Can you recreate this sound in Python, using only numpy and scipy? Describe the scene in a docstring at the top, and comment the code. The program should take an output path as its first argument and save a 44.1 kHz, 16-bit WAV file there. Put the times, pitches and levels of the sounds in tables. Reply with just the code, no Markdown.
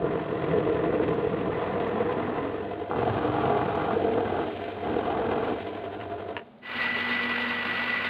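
"""Drill press, then jigsaw

A drill press bores a small wooden board, then a wooden handle, close by in a workshop.
The bit's edges tear chips twice a turn and shake the wooden drill table; the drive belt throbs.
After a knock and a short lull, an electric jigsaw whines and chatters through a strip of wood.
Random fractures, rung through bodies of wood and steel, make the cutting; sines make hum and whine."""
import sys
import numpy as np
from scipy import signal
from scipy.fft import rfft, irfft
from scipy.io import wavfile

SR = 44100
rng = np.random.default_rng(int(sys.argv[2]) if len(sys.argv) > 2 else 0)


def master_out(mix):
    """Clip the mix to full scale and print it as 16-bit PCM to the path in sys.argv[1]."""
    frames = np.transpose(np.atleast_2d(mix))
    ceiling = np.clip(frames, -1, 1)
    pcm = np.round(ceiling * 32767).astype(np.int16)
    wavfile.write(sys.argv[1], SR, pcm)


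N = 356769
TIME = np.arange(N) / SR


def gain_of(db):
    """Decibels to an amplitude factor."""
    return 10 ** (np.asarray(db) / 20)


def evened(x):
    """Scales to rms 1."""
    return x / np.sqrt(np.mean(x ** 2) + 1e-20)


def follow(rows):
    """Each column of a table as a curve in time."""
    s, *columns = np.transpose(rows)
    return [np.interp(TIME, s, column) for column in columns]


def wander(rate_hz):
    """Slow random drift of rms 1: noise that keeps only what lies below about rate_hz."""
    hz = np.fft.rfftfreq(N, 1 / SR)
    return evened(irfft(rfft(rng.standard_normal(N)) / (1 + (hz / rate_hz) ** 4), N))


def swell(start_s, rise_s, end_s=np.inf, fall_db_per_s=0):
    """A straight rise, a hold, and an even fall in dB after the end."""
    rise = np.clip((TIME - start_s) / rise_s, 0, 1)
    return rise * gain_of(-fall_db_per_s * np.maximum(TIME - end_s, 0))


def ring(x, colour, modes=(), size=8192):
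    """Passes x through a causal (minimum-phase) body with a broad colour and resonances."""
    hz = np.fft.rfftfreq(size, 1 / SR)
    at_hz, level_db = np.transpose(colour)
    db = np.interp(np.log(hz + 1), np.log(at_hz), level_db)
    for centre_hz, width_hz, lift_db in modes:
        db = db + lift_db / (1 + (2 * (hz - centre_hz) / width_hz) ** 2)
    log_gain = np.log(gain_of(np.r_[db, db[-2:0:-1]]))
    response = np.fft.ifft(np.exp(np.conj(signal.hilbert(log_gain)))).real
    return signal.oaconvolve(x, response[:size // 2])[:N]


def resonate(x, hz, width_hz):
    """A steep resonance that follows the curve hz; rms 1."""
    turn = np.exp(2j * np.pi * np.cumsum(hz * np.ones(N)) / SR)
    r = np.exp(-np.pi * width_hz / SR)
    # shift the note down to zero, smooth it there, shift it back up
    smoothed = signal.lfilter([(1 - r) ** 2], [1, -2 * r, r * r], x / turn)
    return evened((turn * smoothed).real)


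def fractures(per_s, spread_db):
    """Random clicks of breaking fibres, a few of them large; rms 1."""
    size = gain_of(spread_db * np.minimum(rng.exponential(1, N), 3))
    return evened(size * rng.choice([-1, 1], N) * (rng.random(N) < per_s / SR))


def surge(turns, depth_db):
    """A swell of force once a turn; rms 1."""
    return evened(gain_of(depth_db * np.cos(2 * np.pi * turns)))


def tones(turns, orders, waver_db):
    """Sines on multiples of a rotation, each wavering in level."""
    total = 0
    for multiple, level_db in orders:
        level = gain_of(level_db + waver_db * wander(23))
        total = total + level * np.sqrt(2) * np.sin(2 * np.pi * (multiple * turns + rng.random()))
    return total


def blows(rows, colour, modes=()):
    """One sharp push a row, heard through a body whose response is scaled to peak at 1."""
    pushes = np.zeros(N)
    for s, db in rows:
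        pushes[round(s * SR)] = gain_of(db)
    return ring(pushes, colour, modes) / abs(ring(signal.unit_impulse(N), colour, modes)).max()


def bursts(rows, colour, modes=()):
    """Each burst is a run of fractures that starts quickly and dies away, heard through a body."""
    length_s, force = .04, 0
    for s, db in rows:
        progress = np.clip((TIME - s) / length_s, 0, 1)
        force = force + gain_of(db) * np.sin(np.pi * np.sqrt(progress))
    return force * evened(ring(fractures(5000, spread_db=1.5), colour, modes))


def room(x, wet_db, t60):
    """Adds the workshop's diffuse tail: each band's power dies away with scattered phase."""
    hop = 128
    hz, _, z = signal.stft(x, SR, nperseg=512, noverlap=512 - hop)
    keep = gain_of(-120 * hop / SR / t60)  # power kept from frame to frame
    power = signal.lfilter([0, 0, 1 - keep], [1, -keep], abs(z) ** 2)
    above_bass = hz[:, None] > 200
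    scattered = above_bass * np.sqrt(power) * np.exp(2j * np.pi * rng.random(z.shape))
    tail = signal.istft(scattered, nperseg=512, noverlap=512 - hop)[1][:N]
    return x + gain_of(wet_db) * np.std(x) * evened(tail)


# colour of the workshop's low noise: pitch_hz, level_db
SHOP_COLOUR = [(25, -34), (100, -7), (170, -6), (235, 3.5), (300, -8.5), (700, -6), (1200, -17),
               (5000, -30)]


def shop_noise():
    """Steady noise coloured by the workshop."""
    return gain_of(-51.5) * evened(ring(rng.standard_normal(N), SHOP_COLOUR))


# small metal ticks as the tool is handled: start_s, level_db
TICKS = [(6.373, -29), (6.467, -38), (6.586, -36.5)]
# colour of a tick: pitch_hz, level_db
TICK_COLOUR = [(2400, -12), (3700, 0), (7000, -5)]


def ticks():
    """Single sharp pushes with a bright metal colour and a short room tail."""
    return room(blows(TICKS, TICK_COLOUR), wet_db=-5, t60=.04)


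# knocks of wood and tool: start_s, level_db
KNOCKS = [(6.003, -30), (6.012, -26), (6.3667, -14.5)]
# colour of a knock: pitch_hz, level_db
KNOCK_COLOUR = [(100, -26), (600, -1.5), (2900, -4), (3500, -15), (6000, -25)]
# resonances of a knock: pitch_hz, width_hz, lift_db
KNOCK_MODES = [(942, 100, 16.5), (1780, 260, 10.5), (2750, 450, 8)]


def knocks():
    """A hard tap, then a quick clatter as the wood and the tool settle."""
    t = np.arange(SR // 8) / SR
    settling = gain_of(-60 * t / 0.115) * (t > .002)
    clatter = rng.standard_normal(len(t)) * (rng.random(len(t)) < .04) * settling
    blow = signal.unit_impulse(len(t)) + .62 * clatter / np.linalg.norm(clatter)
    return signal.oaconvolve(blows(KNOCKS, KNOCK_COLOUR, KNOCK_MODES), blow)[:N]


SAW_START_S = 6.615  # the jigsaw comes in

# the motor sags as the blade binds and races as it comes free: start_s, speed_turns_per_s
MOTOR_SPEED = [(6.63, 497), (6.73, 491), (6.85, 495.5), (7.15, 494.5), (7.29, 491.5), (7.48, 492.8),
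               (7.77, 489), (7.87, 496), (8.09, 492.5)]
GEAR_RATIO = 10.24  # motor turns per blade stroke


def saw_rotation():
    """Motor speed in turns a second, turns of the motor, and strokes of the geared-down blade."""
    speed, = follow(MOTOR_SPEED)
    turns = np.cumsum(speed + 0.8 * wander(30)) / SR
    return speed, turns, turns / GEAR_RATIO


# lines of the motor's whine: multiple_of_turning, level_db (relative)
MOTOR_ORDERS = [(4, -1), (5, -17), (24, -23)]
# loudness of the whine, which swells as the saw starts and as the blade comes free: start_s, level_db
WHINE_LEVEL = [(6.62, -48), (6.7, -33), (6.73, -39), (6.82, -31), (7.15, -30.3), (7.5, -31), (7.7, -34),
               (7.97, -28.5), (8.01, -32)]
# loudness of a note that beats just below the whine when the blade runs light: start_s, level_db
LOWER_WHINE_LEVEL = [(6.7, -50), (6.83, -30.5), (7, -41), (7.85, -49), (7.93, -29.5), (8.02, -44)]
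LOWER_WHINE_HZ = 1944


def saw_whine(speed, turns):
    """Two close notes that beat; the room smears part of the upper one into a narrow band of noise."""
    # the smear lies 15 Hz below the main line
    smear = resonate(rng.standard_normal(N), 4 * speed - 15, width_hz=85)
    upper = evened(tones(turns, MOTOR_ORDERS, waver_db=0.7) + .32 * smear)
    lower_turns = np.cumsum(LOWER_WHINE_HZ + 7 * wander(14)) / SR
    lower = tones(lower_turns, [(1, 0)], waver_db=1.0)
    whine = gain_of(follow(WHINE_LEVEL)[0]) * upper + gain_of(follow(LOWER_WHINE_LEVEL)[0]) * lower
    return swell(SAW_START_S, rise_s=.03) * whine


# lines of the blade's hum: multiple_of_stroke_rate, level_db (relative)
STROKE_ORDERS = [(4, -21), (5, -2.5), (10, -9.5)]
BLADE_HUM_DB, PUSH_HUM_DB = -43.5, 8  # hum unpushed, and its lift at the hardest push
PUSH_S, PUSH_WIDTH_S = 7.33, 0.44  # the saw is pushed hardest here, easing off to either side


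def blade_hum(strokes):
    """The blade meets the wood and hums on multiples of its strokes, while the saw shakes on the second."""
    push = np.exp(-((TIME - PUSH_S) / PUSH_WIDTH_S) ** 2)
    unsteady_strokes = strokes + 0.0036 * wander(10)
    hum = gain_of(BLADE_HUM_DB + PUSH_HUM_DB * push) * tones(unsteady_strokes, STROKE_ORDERS, waver_db=2.1)
    shaking = gain_of(-55) * tones(strokes, [(2, 0)], waver_db=1.2)
    return swell(6.695, rise_s=.05) * (hum + shaking)


# colour of the sawing: pitch_hz, level_db
SAWING_COLOUR = [(25, -31), (95, -11.5), (200, -2), (700, 0), (1100, 3.5), (2850, 1.5), (3500, -9.5),
                 (4700, -9), (7000, -19), (13500, -11.5)]
# resonances of the saw's shoe: pitch_hz, width_hz, lift_db
SHOE_MODES = [(1466, 100, 3.5), (1964, 150, 4.5), (4400, 50, 7)]
# colour of the saw's rasp: pitch_hz, level_db
SAW_RASP_COLOUR = [(600, -20), (2800, 0), (3500, -7), (4600, -5), (7000, -18)]
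# the saw's steel base plate: pitch_hz, width_hz, lift_db
PLATE_MODES = [(2307, 40, 6), (2918, 60, 5)]
# the blade snags and tears a coarse bite: start_s, level_db
BLADE_SNAGS = [(6.757, -37), (6.815, -32.5), (7.087, -34.5), (7.218, -31.5), (7.4, -35), (7.823, -35),
               (8.04, -34)]


def sawing(turns, strokes):
    """Teeth rip fibres once a stroke; the shoe, pressed on the wood, buzzes three times a motor turn."""
    uneven = gain_of(1.15 * wander(48))
    teeth = fractures(7000, spread_db=2.3) * surge(strokes, depth_db=2.0) * uneven
    fibres = fractures(5000, spread_db=2.3) * surge(strokes, depth_db=2.5) * uneven
    fibres = fibres * gain_of(1.5 * wander(19))
    body = gain_of(-30.5) * evened(ring(teeth, SAWING_COLOUR, SHOE_MODES))
    rasp = gain_of(-37) * evened(ring(fibres, SAW_RASP_COLOUR, PLATE_MODES))
    buzz = gain_of(-44.5) * tones(turns + .03 * wander(40), [(3, 0)], waver_db=2.0)
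    steady = swell(SAW_START_S, rise_s=0.18) * (body + rasp + buzz)
    snags = bursts(BLADE_SNAGS, SAW_RASP_COLOUR, PLATE_MODES)
    return room(steady + snags, wet_db=-7, t60=0.055)


def jigsaw():
    """One motor drives the whine, the blade's hum and the ripping of the wood."""
    speed, turns, strokes = saw_rotation()
    return saw_whine(speed, turns) + blade_hum(strokes) + sawing(turns, strokes)


DRIVE_STOP_S, DRIVE_FALL_DB_PER_S = 6.365, 190


def drive_level(load):
    """Drive level in dB: 1.5 dB less when full load pulls the belt taut, then a quick fall at the stop."""
    return -34.5 - 1.5 * load - DRIVE_FALL_DB_PER_S * np.maximum(TIME - DRIVE_STOP_S, 0)


def motor_hum(drive_db):
    """The drill motor's mains hum, one slightly unsteady 100 Hz line 16 dB below the drive."""
    return gain_of(drive_db - 16) * tones(100 * TIME + 0.16 * wander(5.7), [(1, 0.0028)], waver_db=1.5)


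# colour of the drill's frame: pitch_hz, level_db
FRAME_COLOUR = [(25, -45), (55, -22), (88, -7), (150, -16.5), (215, -9.5), (270, -13), (420, -3.5),
                (650, -8.5), (1200, -14), (3300, -25), (5000, -36), (15000, -32.5)]
# resonances of the frame: pitch_hz, width_hz, lift_db
FRAME_MODES = [(203.2, 13, 10.5), (303.6, 34, 11), (416.6, 70, 10), (687.5, 69, 16), (1000, 21, 10.5)]
# the drill's steel column and guard: pitch_hz, width_hz, lift_db
STEEL_MODES = [(1413, 64, 5), (1535, 56, 5), (1910, 64, -4.5), (2033, 47, 6.5), (2200, 93, -6.5),
               (3216, 90, 5.5), (3370, 87, -4)]
BELT_HZ, BELT_SEAM_S = 11.2, 6.297  # belt laps a second; a moment when its seam strikes the pulley
RUMBLE_HZ = 350  # below this the frame rumbles evenly; above it the rattle throbs with the belt


def drive_rattle(drive_db, turns):
    """The turning spindle rattles the frame, and the belt throbs the upper part once a lap."""
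    belt = surge(BELT_HZ * (TIME - BELT_SEAM_S), depth_db=3.2)
    rattle = fractures(9000, spread_db=1.2) * surge(turns, depth_db=2.5)
    rumble = signal.sosfilt(signal.butter(1, RUMBLE_HZ, fs=SR, output="sos"), rattle)
    throbbing = rumble + belt * (rattle - rumble)
    return gain_of(drive_db) * evened(ring(throbbing, FRAME_COLOUR, FRAME_MODES + STEEL_MODES))


# the spindle chatters briefly and wood or frame groans: middle_s, half_length_s, pitch_hz, level_db
GROANS = [(1.042, .14, 310, -31), (2.08, 0.087, 490, -29.5), (2.231, .11, 243, -35.5),
          (2.471, .13, 285.5, -37), (3.323, .2, 305, -33), (3.55, .14, 415, -30), (3.551, .2, 704, -32),
          (4.15, .22, 452, -31)]


def groans():
    """Each fit of chatter swells and fades on one unsteady note."""
    unsteady, out = wander(25), np.zeros(N)
    for middle_s, half_s, hz, db in GROANS:
        near = abs(TIME - middle_s) < half_s
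        turns = np.cumsum(hz * (1 + .012 * unsteady[near])) / SR + rng.random()
        fade = np.cos(np.pi / 2 * (TIME[near] - middle_s) / half_s) ** 2
        out[near] += gain_of(db) * fade * np.sqrt(2) * np.sin(2 * np.pi * turns)
    return out


# sharp bright clicks: start_s, level_db
CLICKS = [(1.0914, -16), (1.143, -18), (1.8781, -18), (1.894, -20), (3.7569, -14)]
# colour of a click: pitch_hz, level_db
CLICK_COLOUR = [(1500, -29), (4500, -9), (6500, 2.5), (8500, -14), (14000, 0)]


def clicks():
    """Each click is one sharp, bright push."""
    return blows(CLICKS, CLICK_COLOUR)


# fibres tearing loose with a dry rip: start_s, level_db
RIPS = [(.725, -28), (1.079, -23.5), (1.801, -25.5), (2.124, -23)]
# colour of the bit's rasp: pitch_hz, level_db
RASP_COLOUR = [(500, -22), (1400, -4.5), (1900, 1), (2500, 0), (3400, -5.5), (5000, -15.5), (14000, -15)]


def rips():
    """Each rip is a short run of tiny fractures."""
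    t = np.arange(SR // 16) / SR
    run = rng.standard_normal(len(t)) * (rng.random(len(t)) < .06) * gain_of(-60 * t / 0.074)
    return signal.oaconvolve(blows(RIPS, RASP_COLOUR), 2 * run / np.linalg.norm(run))[:N]


# the bit's edges scuff the rim of the hole on the way out: start_s, level_db
SCUFFS = [(5.437, -41), (5.48, -41), (5.838, -48), (5.999, -48)]


def scuffs():
    """Short scrapes that ring the drill's steel."""
    return bursts(SCUFFS, RASP_COLOUR, STEEL_MODES)


# the bit's edges catch the handle and break off large chips: start_s, level_db
CATCHES = [(2.913, -14), (2.934, -16), (2.961, -17.5), (3.385, -18), (3.592, -17.5), (3.909, -16)]
# the bit snags and jolts the table: start_s, level_db
JOLTS = [(.042, -15), (.326, -19.5), (.664, -18), (.83, -19), (1.473, -17), (1.497, -16.5), (2.168, -19),
         (3.245, -18.5), (3.966, -18)]
# colour of splintering wood: pitch_hz, level_db
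SPLINTER_COLOUR = [(200, -31.5), (600, -4.5), (790, 1.5), (950, -1.5), (1200, -2), (1600, -10), (2200, -28),
                   (5000, -41)]
# resonances of a chip: pitch_hz, width_hz, lift_db
CHIP_MODES = [(820, 33, 9.1), (1165, 60, 6.4), (1400, 57, 7)]
# colour of the table under the board: pitch_hz, level_db
BOARD_COLOUR = [(25, -28), (50, -12), (80, -5), (155, -1.5), (255, -5.5), (480, -2.5), (570, -7.5),
                (760, -23), (1100, -32.5), (3000, -46.5)]
# resonances with the board: pitch_hz, width_hz, lift_db
BOARD_MODES = [(312.6, 50, 11.8), (433.6, 89, 11.9), (485.5, 67, 8.2), (651, 56, 14.7)]


def catches_and_jolts():
    """Catches ring as chips do; jolts ring as the board does."""
    return blows(CATCHES, SPLINTER_COLOUR, CHIP_MODES) + blows(JOLTS, BOARD_COLOUR, BOARD_MODES)


def under_bit(on_board, on_handle):
    """Hears the piece that lies under the bit: the handle takes the board's place at 2.9 s."""
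    return np.where(TIME < 2.9, evened(on_board), evened(on_handle))


# colour of the table under the handle: pitch_hz, level_db
HANDLE_COLOUR = [(25, -29), (50, -14), (80, 0), (125, -4.5), (175, -8), (230, 0), (480, 0.5), (570, -4.5),
                 (760, 0), (1100, -30), (3000, -50)]
# resonances with the handle: pitch_hz, width_hz, lift_db
HANDLE_MODES = [(227.7, 15, 8), (310, 60, 5.9), (431.3, 54, 7.8), (478.6, 50, 8.9), (692, 80, 9.5)]


def table_shaking(bite):
    """Torn chips shake the wooden table through the piece on it."""
    tearing = bite * fractures(2400, spread_db=2.0)
    on_board = ring(tearing, BOARD_COLOUR, BOARD_MODES)
    return under_bit(on_board, ring(tearing, HANDLE_COLOUR, HANDLE_MODES))


# resonances of the board being scraped: pitch_hz, width_hz, lift_db
BOARD_SCRAPE_MODES = [(1014, 59, 7.9), (1803, 200, 9), (2003, 110, 8), (2620, 300, 5), (3330, 130, 5)]
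# coarse chips ring the workpiece: pitch_hz, width_hz, lift_db
COARSE_RING_MODES = [(680, 80, 11)]
# resonances of fine chips: pitch_hz, width_hz, lift_db
FINE_CHIP_MODES = [(835, 110, 5), (1210, 180, -1), (1600, 350, 8)]


def splintering(bite, grain_db):
    """Over 7 dB of grain the chips go from fine and dull to coarse and ringing."""
    cracking = bite * fractures(5500, spread_db=2.0)
    coarse = np.clip(.5 + grain_db / 7, 0, 1)
    coarse_chips = under_bit(ring(cracking, SPLINTER_COLOUR, BOARD_SCRAPE_MODES + COARSE_RING_MODES),
                             ring(cracking, SPLINTER_COLOUR, CHIP_MODES + COARSE_RING_MODES))
    fine_chips = under_bit(ring(cracking, SPLINTER_COLOUR, BOARD_SCRAPE_MODES + CHIP_MODES[1:]),
                           ring(cracking, SPLINTER_COLOUR, FINE_CHIP_MODES))
    return coarse * coarse_chips + (1 - coarse) * fine_chips


def rasping(bite):
    """The flutes scrape the hole: the board rings itself, the handle rings the drill's steel."""
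    scraping = bite * fractures(4000, spread_db=2.5) * gain_of(1.0 * wander(19.0))
    on_board = ring(scraping, RASP_COLOUR, BOARD_SCRAPE_MODES)
    return under_bit(on_board, ring(scraping, RASP_COLOUR, STEEL_MODES))


# colour of the boom's thumps: pitch_hz, level_db
BOOM_COLOUR = [(30, -37), (70, -11), (130, 0.5), (270, -2.5), (450, -25.5), (1500, -60.5)]
# the note that the wood booms on, which climbs as the hole deepens: start_s, pitch_hz
BOOM_PITCH = [(0, 171.4), (1.05, 161.4), (2.05, 213.7), (2.5, 279.4), (2.9, 100.2), (3.8, 139.7), (4, 224)]
NOTE_SHARE = .55  # the note's share of the boom's power


def booming(bite):
    """Low thumps of the bite, mixed with a moving note that resonates in the wood."""
    thumps = evened(ring(bite * fractures(1200, spread_db=1.0), BOOM_COLOUR))
    note = resonate(bite * rng.standard_normal(N), follow(BOOM_PITCH)[0], width_hz=45)
    note = signal.sosfilt(signal.butter(2, 85, "highpass", fs=SR, output="sos"), note)
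    return np.sqrt(1 - NOTE_SHARE) * thumps + np.sqrt(NOTE_SHARE) * note


# plunges of the bit, levels before feed and grain sway them: bite_s, ease_s, dying_db_per_s,
# clear_s (stops rubbing the hole), shake_db, splinter_db, rasp_db, boom_db,
# boom_drift_db_per_s (with depth)
PLUNGES = [(-.02, 2.42, 27, 2.47, -29, -36.5, -45, -37.6, -1.6),
           (2.9, 4.42, 80, 4.65, -29, -33, -43.5, -39.5, -7.5),
           (4.81, 5.5, 80, 5.65, -28.5, -33.5, -44.5, -47, 0)]
# the hand's pressure on the feed lever, about the usual: start_s, level_db
FEED = [(.05, 2), (.25, -4.5), (.55, 2.5), (1.1, 1), (1.35, -.5), (3.05, 0), (3.2, -1), (3.33, 2.5),
        (3.7, -0.5), (4.87, 0), (5.1, -2), (5.3, 1), (5.5, -.5)]
BITE_S, RASP_RISE_S = .06, 0.1  # the cut starts quickly; the rasp builds as the flutes enter
CLEAR_DB_PER_S = 36  # the rasp dies as the bit comes clear
RUB_DB = -13.5  # an unfed bit still shakes the table this much, relative to cutting
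SPLINTER_DYING = 2  # splintering dies this many times faster than the shaking
# dB that each layer moves for a dB of pressure
FEED_SPLINTER, FEED_BOOM, FEED_RASP = .4, 0.78, 0.19
# dB that each layer moves for a dB of coarser grain
COARSE_SHAKE, COARSE_BOOM, COARSE_RASP = -.55, 0.45, 0.43


def plunges(grain_db):
    """Strength of each cutting layer: a plunge bites, holds and eases, swayed by the hand and the grain."""
    feed_db, = follow(FEED)
    shake = splinter = rasp = boom = 0
    for start, end, dying, clear, shake_db, splinter_db, rasp_db, boom_db, drift in PLUNGES:
        cutting = swell(start, BITE_S, end, dying)
        rubbing = swell(start, RASP_RISE_S, clear, CLEAR_DB_PER_S)
        splitting = swell(start, BITE_S, end, SPLINTER_DYING * dying)
        depth_s = np.clip(TIME, start, end) - (start + end) / 2  # feeding time about mid-plunge
        shake = shake + np.maximum(cutting, gain_of(RUB_DB) * rubbing) * gain_of(shake_db)
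        splinter = splinter + splitting * gain_of(splinter_db)
        rasp = rasp + rubbing * gain_of(rasp_db)
        boom = boom + cutting ** 2 * gain_of(boom_db + drift * depth_s)
    shake = shake * gain_of(feed_db + COARSE_SHAKE * grain_db)
    splinter = splinter * gain_of(FEED_SPLINTER * feed_db + grain_db)
    rasp = rasp * gain_of(FEED_RASP * feed_db + COARSE_RASP * np.maximum(grain_db, 0))
    boom = boom * gain_of(FEED_BOOM * feed_db + COARSE_BOOM * grain_db)
    return shake, splinter, rasp, boom


# how coarsely the wood under the bit splinters, about the usual: start_s, level_db
GRAIN = [(1.35, -1.2), (1.6, 2), (2.3, 3), (2.95, .5), (3.25, 1.5), (3.4, 4), (3.6, 2.5), (3.92, 3),
         (4.03, -6.5), (4.4, -1.5), (4.87, -3), (5.25, 1), (5.5, 0)]
IDLE_HZ, SAG_HZ = 47.7, 4.3  # spindle turns a second, and their drop under full load


def drill_press():
    """The drive rattles the frame; the bit tears chips that shake the table and slow the spindle."""
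    grain_db, = follow(GRAIN)
    shake, splinter, rasp, boom = plunges(grain_db)
    load = np.clip(shake / gain_of(-27.5), 0, 1)
    turns = np.cumsum(IDLE_HZ - SAG_HZ * load + 1.27 * wander(6)) / SR
    drive_db = drive_level(load)
    # two cutting edges, one biting deeper, meet uneven grain
    bite = surge(turns, depth_db=1.5) * surge(2 * turns, depth_db=1.0) * gain_of(1.5 * wander(41))
    cutting = shake * table_shaking(bite) + splinter * splintering(bite, grain_db) + rasp * rasping(bite)
    accidents = catches_and_jolts() + scuffs() + rips()
    in_room = room(drive_rattle(drive_db, turns) + cutting + accidents, wet_db=-13.5, t60=.1)
    return motor_hum(drive_db) + boom * booming(bite) + groans() + in_room


def scene():
    """Both machines, clicks, knocks and ticks over the workshop's low noise."""
    return (shop_noise() + ticks() + knocks() + jigsaw() + clicks() + drill_press())[None]


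# the microphone's response: pitch_hz, level_db
MICROPHONE = [(20, 1.5), (3700, -2), (4400, -11.5), (4950, -18.5), (5350, -26.5), (6500, -26.5),
              (16000, -31)]
EDGE_HZ = 15600  # top of the band


def record(dry):
    """A microphone with dull treble, then the band limit."""
    dull = ring(dry[0], MICROPHONE)
    band_limit = signal.firwin(511, EDGE_HZ, window=("kaiser", 9), fs=SR)
    return signal.oaconvolve(dull, band_limit, "same")[None]


dry = scene()
out = record(dry)
master_out(out)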